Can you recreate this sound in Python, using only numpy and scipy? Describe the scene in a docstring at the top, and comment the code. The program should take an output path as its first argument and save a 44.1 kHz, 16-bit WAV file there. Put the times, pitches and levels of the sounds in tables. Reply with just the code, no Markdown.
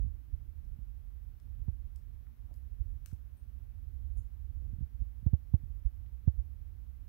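"""A rabbit nibbles a stalk of hay in a quiet room, close to a hand-held phone.
A faint low drone dies away within the first second, leaving hum, moving air and hiss from filtered noise.
From the start a finger on the right microphone shuts the room out; it trembles, leans and jerks.
The dry stalk then snaps and splinters, hardest near 3 s, as the teeth tick and the stalk swishes between them.
The finger's hardest jerks come late, with thumps from pressure steps and scuffs that ring the phone's case."""
import sys
import numpy as np
from scipy import signal
from scipy.fft import rfft, irfft, next_fast_len
from scipy.io import wavfile
from scipy.ndimage import uniform_filter1d, map_coordinates

SR = 44100
rng = np.random.default_rng(int(sys.argv[2]) if len(sys.argv) > 2 else 0)


def transcribe(u):
    """Save the signal u as a 16-bit wav file named by the first command-line argument.

    u: samples, shape (n,) or (channels, n), limited to [-1, 1]; the rate is SR.
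    q: integer samples, one column per channel.
    """
    v = np.clip(np.atleast_2d(u).T, -1, 1)
    q = np.round(v * 32767).astype(np.int16)
    wavfile.write(sys.argv[1], SR, q)


N = 312580


def amp(db):
    """Decibels to gain."""
    return 10 ** (np.asarray(db) / 20)


def unit(x):
    """Scale to rms 1."""
    return x / np.sqrt(np.mean(x ** 2) + 1e-30)


def along(points, hz):
    """Read (f/Hz, value) points on a log frequency axis."""
    f, value = np.transpose(points)
    return np.interp(np.log(hz + 1), np.log(f + 1), value)


def over_time(points):
    """Draw straight lines through (t/s, level/dB) points."""
    return np.interp(np.arange(N) / SR, *np.transpose(points))


def filtered(x, response):
    """Shape x by a response of frequency, padded so that the ring-out does not wrap round."""
    n = x.shape[-1]
    padded = next_fast_len(n + SR // 10)
    spectrum = rfft(x, padded) * response(np.fft.rfftfreq(padded, 1 / SR))
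    return irfft(spectrum, padded)[..., :n]


def resonance(hz, centre_hz, width_hz):
    """Response of one damped mode, with gain 1 at its centre."""
    damping = 1j * hz * width_hz
    return damping / (centre_hz ** 2 - hz * hz + damping)


def bell(hz, centre_hz, width_hz):
    """Bell-shaped band; the width is one standard deviation."""
    return np.exp(-.5 * ((hz - centre_hz) / width_hz) ** 2)


def noise(spectrum):
    """Steady noise with the given density in dB per Hz."""
    return filtered(rng.standard_normal(N), lambda hz: amp(along(spectrum, hz)) * np.sqrt(SR / 2))


def add(track, s, sound):
    """Mix a sound into the track at time s."""
    part = track[round(s * SR):][:len(sound)]
    part += sound[:len(part)]


def wobble(rate):
    """A smooth random curve, rate knots a second."""
    return map_coordinates(rng.standard_normal(N // 100), [np.arange(N) * rate / SR])


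# Hiss of each microphone: f/Hz, level/dB per Hz
HISS_SPECTRUM = [(100, -116), (1500, -117), (3000, -121), (4800, -126), (5800, -125), (7500, -131),
                 (10000, -126), (12000, -119), (15500, -118)]


def microphone_hiss():
    """Steady self-noise, drawn afresh for each microphone."""
    return noise(HISS_SPECTRUM)


# Moving air in the room: f/Hz, level/dB per Hz
AIR_SPECTRUM = [(20, -101), (65, -89.5), (120, -93), (180, -95), (245, -92.5), (350, -105), (600, -109),
                (1500, -115), (2500, -120), (5000, -130), (9000, -145)]


def room_air():
    """Moving air makes steady noise that thins out towards the treble."""
    return noise(AIR_SPECTRUM)


# Appliance motors: f/Hz, level/dB rms
MOTOR_TONES = [(80, -84), (99, -82.5), (120, -65.5), (127, -77)]


def appliance_hum():
    """Motors turn steadily, each a sine with a random starting phase."""
    t = np.arange(N) / SR
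    hum = np.zeros(N)
    for hz, db in MOTOR_TONES:
        hum += amp(db) * np.sqrt(2) * np.sin(2 * np.pi * (hz * t + rng.random()))
    return hum


# A low drone in the room fades: t/s, level/dB
DRONE_LEVEL = [(0, -83), (.15, -77), (.3, -70.5), (.45, -79.5), (.7, -75), (.85, -103), (7.09, -100)]


def fading_drone(centre_hz=260, width_hz=45):
    """A narrow band of noise follows the drone's level."""
    drone = unit(filtered(rng.standard_normal(N), lambda hz: bell(hz, centre_hz, width_hz)))
    return amp(over_time(DRONE_LEVEL)) * drone


# Time for the room to die away by 60 dB: f/Hz, time/s
ROOM_DECAY = [(300, 0.45), (3000, 0.35), (14000, 0.16)]


def room(x):
    """The room's short answer is a tail of decaying noise; the treble dies first."""
    hz, t, cells = signal.stft(rng.standard_normal(SR // 2), SR, nperseg=256)
    decay_db = -60 * t / along(ROOM_DECAY, hz)[:, None]
    tail = signal.istft(cells * amp(decay_db), SR, nperseg=256)[1]
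    return signal.fftconvolve(x, tail / np.linalg.norm(tail))[:N]


# Colour of the tremor, only its shape counts: f/Hz, level/dB per Hz
TREMOR_SPECTRUM = [(12, -22), (22, -24.5), (32, -8), (45, -0.5), (65, 1.5), (90, -10.5), (130, -26.5),
                   (200, -38.5), (300, -43.5), (450, -53.5), (800, -71.5), (2000, -100)]
# Slow unsteadiness of the grip, before the tremor gain: t/s, level/dB
GRIP_UNREST = [(0, -35), (0.25, -50.5), (0.65, -46.5), (1.1, -49.5), (1.7, -45.5), (2.3, -50.5),
               (2.7, -47.5), (2.92, -44.4), (3.1, -51), (3.55, -47), (3.72, -49.5), (4.15, -41.5),
               (4.35, -46.5), (4.65, -42), (5.05, -45), (5.4, -50.5), (5.7, -46), (7.09, -49.0)]
# The finger rests for an instant: t/s, level drop/dB
FINGER_RESTS = [(.24, 4.5), (1.395, 13.5), (2.345, 8), (3.384, 15), (4.3, 7), (4.895, 13), (5.905, 5.5)]
REST_S = 0.034  # from the middle of a rest to 1/e of its drop
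WAVER_DB, WAVER_PER_S = 0.68, 14  # random waver: depth (dB), knots a second


def finger_tremor(gain_db=7.0):
    """The trembling finger pumps the air trapped in the port; it wavers, and now and then rests."""
    t = np.arange(N) / SR
    rest_db = sum(drop_db * np.exp(-((t - s) / REST_S) ** 2) for s, drop_db in FINGER_RESTS)
    level_db = over_time(GRIP_UNREST) + WAVER_DB * wobble(WAVER_PER_S) - rest_db
    rumble = unit(noise(TREMOR_SPECTRUM))
    # Flatten the noise's own slow swells, so that the level curve alone sets them
    swell = np.sqrt(np.abs(uniform_filter1d(rumble ** 2, size=SR // 10)))
    return amp(level_db + gain_db) * rumble / swell


# The finger leans slowly on the port: t/s, pressure step level/dB before the low cut
FINGER_LEANS = [(.024, 19.5), (.331, 19.5), (.714, 15), (1.61, 18), (2.801, 20), (2.86, 13), (2.91, 12),
                (4.175, 19), (4.57, 13.5), (4.751, 12), (5.005, 16.5), (5.854, 25), (6.383, 22)]
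# The finger jerks and its skin catches on the case (the scuffs play these too):
# t/s, pressure step level/dB before the low cut, highest f/Hz of the scuff
FINGER_JERKS = [(0.046, -15.5, 250), (0.065, -19, 250), (0.789, -20.5, 900), (1.683, -7.5, 2200),
                (3.129, -14, 1100), (4.733, -16.5, 450), (4.785, -20.5, 400), (4.81, -11.5, 300),
                (4.826, -16, 200), (5.02, -17.5, 460), (5.229, -20, 250), (5.265, 0.5, 1000),
                (5.334, 1.5, 1050), (5.54, 2.5, 1050), (5.636, -19.5, 400), (6.277, 3, 1200)]
LEAN_RISE_S, JERK_RISE_S = 0.0084, .0017  # time scale of the pressure change (s)


def pressure_steps(rows, rise_s):
    """Sum of smooth steps, each rising around its own time."""
    t = np.arange(N) / SR
    return sum(amp(db) * (1 + np.tanh((t - s) / rise_s)) / 2 for s, db, *_ in rows)


def finger_thumps(low_cut_hz=68):
    """Leans and jerks step the pressure; the microphone's low cut makes each a short, falling thump."""
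    pressure = -pressure_steps(FINGER_LEANS, LEAN_RISE_S) - pressure_steps(FINGER_JERKS, JERK_RISE_S)
    low_cut = signal.butter(5, low_cut_hz, "high", fs=SR, output="sos")
    return signal.sosfilt(low_cut, pressure)


# Modes of the phone's case: f/Hz, width/Hz, level/dB
CASE_MODES = [(330, 33, 4.5), (440, 71, -0.5), (540, 100, 1.5), (640, 99, 1.5), (703, 132, -0.5),
              (1010, 290, -10), (1440, 1200, -18.5)]
# The skin rubs along the case without a jerk, mostly as the finger leans: t/s, level/dB before the treble cut
SKIN_RUBS = [(2.508, -56.5), (4.16, -60.5), (4.612, -65), (6.384, -58.5)]
SCUFF_DB, SCUFF_LEAD_S = -48, .002  # level against the jerk's step; how much earlier the skin lets go
SLIP_FADE_S = .01  # the slip fades to 1/e


def case_response(hz):
    """The case rings in several modes of alternating sign."""
    return sum((-1) ** k * amp(db) * resonance(hz, centre_hz, width_hz)
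               for k, (centre_hz, width_hz, db) in enumerate(CASE_MODES))


def scuff(high_hz, slipping):
    """Skin lets go with a click and slips as fading noise; its softness keeps the treble out."""
    t = np.arange(SR // 10) / SR
    force = rng.standard_normal(len(t)) * np.exp(-t / SLIP_FADE_S)
    force *= slipping / np.linalg.norm(force)
    force[0] = 1
    knock = filtered(force, case_response)
    knock *= np.sqrt(SR * SLIP_FADE_S / 2) / np.linalg.norm(knock)
    return signal.sosfilt(signal.butter(3, high_hz, fs=SR, output="sos"), knock)


def finger_scuffs(jerk_slipping=0.94, rub_slipping=3.5, rub_hz=750):
    """Skin catches, slips for a moment and rings the case, louder for a harder jerk."""
    track = np.zeros(N)
    for s, db, high_hz in FINGER_JERKS:
        add(track, s - SCUFF_LEAD_S, amp(db + SCUFF_DB) * scuff(high_hz, jerk_slipping))
    for s, db in SKIN_RUBS:
        add(track, s, amp(db) * scuff(rub_hz, rub_slipping))
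    return track


# The stalk slides between the teeth: t/s, level/dB before the stroke's fade, centre f/Hz, width/Hz
STALK_SLIDES = [(2.545, -71, 11800, 1200), (3.368, -74, 9200, 600), (4.163, -76, 13000, 2000),
                (4.166, -69, 9600, 600), (4.169, -71, 6900, 420)]


def stalk_swishes(rise_s=0.0049, fade_s=0.033):
    """Friction makes a thin band of noise that rises quickly and fades."""
    track, t = np.zeros(N), np.arange(SR // 5) / SR
    stroke = (1 - np.exp(-t / rise_s)) * np.exp(-t / fade_s)
    for s, db, centre_hz, width_hz in STALK_SLIDES:
        friction = filtered(rng.standard_normal(len(t)), lambda hz: bell(hz, centre_hz, width_hz))
        add(track, s, amp(db) * stroke * unit(friction))
    return track


def crack(low_hz, high_hz, length, tearing):
    """One sharp break and the tearing fibres behind it, with the energy of one millisecond at rms 1."""
    t = np.arange(SR // 20) / SR
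    fibres = rng.standard_normal(len(t)) * np.exp(-2 * t / length)
    fibres *= tearing / np.linalg.norm(fibres)
    fibres[0] = -1  # the break itself
    edges = [low_hz, np.clip(high_hz, low_hz + 100, SR / 2 - 100)]
    burst = signal.sosfilt(signal.butter(3, edges, "band", fs=SR, output="sos"), fibres)
    return burst / np.linalg.norm(burst) * np.sqrt(SR / 1000)


# Ticks of the teeth: t/s, level/dB before the trim, highest f/Hz
TOOTH_TICKS = [(2.2685, -58, 2120), (2.491, -58, 1170), (3.114, -57.5, 2170), (6.062, -63.5, 3800),
               (6.393, -62, 1800)]


def tooth_ticks(trim_db=-5):
    """Each tick of the teeth is a duller crack, one octave wide."""
    track = np.zeros(N)
    for s, db, high_hz in TOOTH_TICKS:
        add(track, s, amp(db + trim_db) * crack(high_hz / 2, high_hz, length=0.0033, tearing=0.84))
    return track


# Breaks of the stalk: t/s, level/dB before the trim, lowest f/Hz, highest f/Hz
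STALK_BREAKS = [(.651, -61.5, 4500, 11000), (1.4, -51, 600, 14000), (1.9604, -44.5, 2500, 15000),
                (2.541, -48.5, 3530, 15850), (3.0604, -31, 800, 15530), (3.1325, -49, 4520, 14400)]
SNAP_S = 0.0014  # length of a break
STALK_HZ, STALK_WIDTH_HZ, STALK_DB = 5370, 870, -3  # the hollow stalk's ring
# Fibres go on tearing after each break; their level is against the break
SPLINTER_DB, SPLINTER_DELAY_S, SPLINTER_S, SPLINTER_LOW_HZ = -9.5, .012, 0.11, 4200


def stalk_response(hz):
    """The hollow stalk rings briefly on top of the plain break."""
    return 1 + amp(STALK_DB) * resonance(hz, STALK_HZ, STALK_WIDTH_HZ)


def stalk_snaps(trim_db=-13.5):
    """The brittle stalk cracks and rings, then its fibres splinter."""
    track = np.zeros(N)
    for s, db, low_hz, high_hz in STALK_BREAKS:
        snap = filtered(crack(low_hz, high_hz, SNAP_S, tearing=0.87), stalk_response)
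        splinter = crack(SPLINTER_LOW_HZ, high_hz, SPLINTER_S, tearing=4)
        add(track, s, amp(db + trim_db) * snap)
        add(track, s + SPLINTER_DELAY_S, amp(db + trim_db + SPLINTER_DB) * splinter)
    return track


def scene(covered_db=-19, echo_db=-7):
    """The left microphone hears the room; the right one hears mostly the finger."""
    background = appliance_hum() + room_air() + fading_drone()
    rabbit = stalk_swishes() + tooth_ticks() + stalk_snaps()
    air = background + rabbit + amp(echo_db) * room(rabbit)
    finger = finger_tremor() + finger_thumps() + finger_scuffs()
    left = air + microphone_hiss()
    right = amp(covered_db) * air + finger + microphone_hiss()
    return np.array([left, right])


def record(dry, top_hz=15750):
    """The phone keeps nothing above its band limit."""
    return filtered(dry, lambda hz: hz < top_hz)


dry = scene()
out = record(dry)
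transcribe(out)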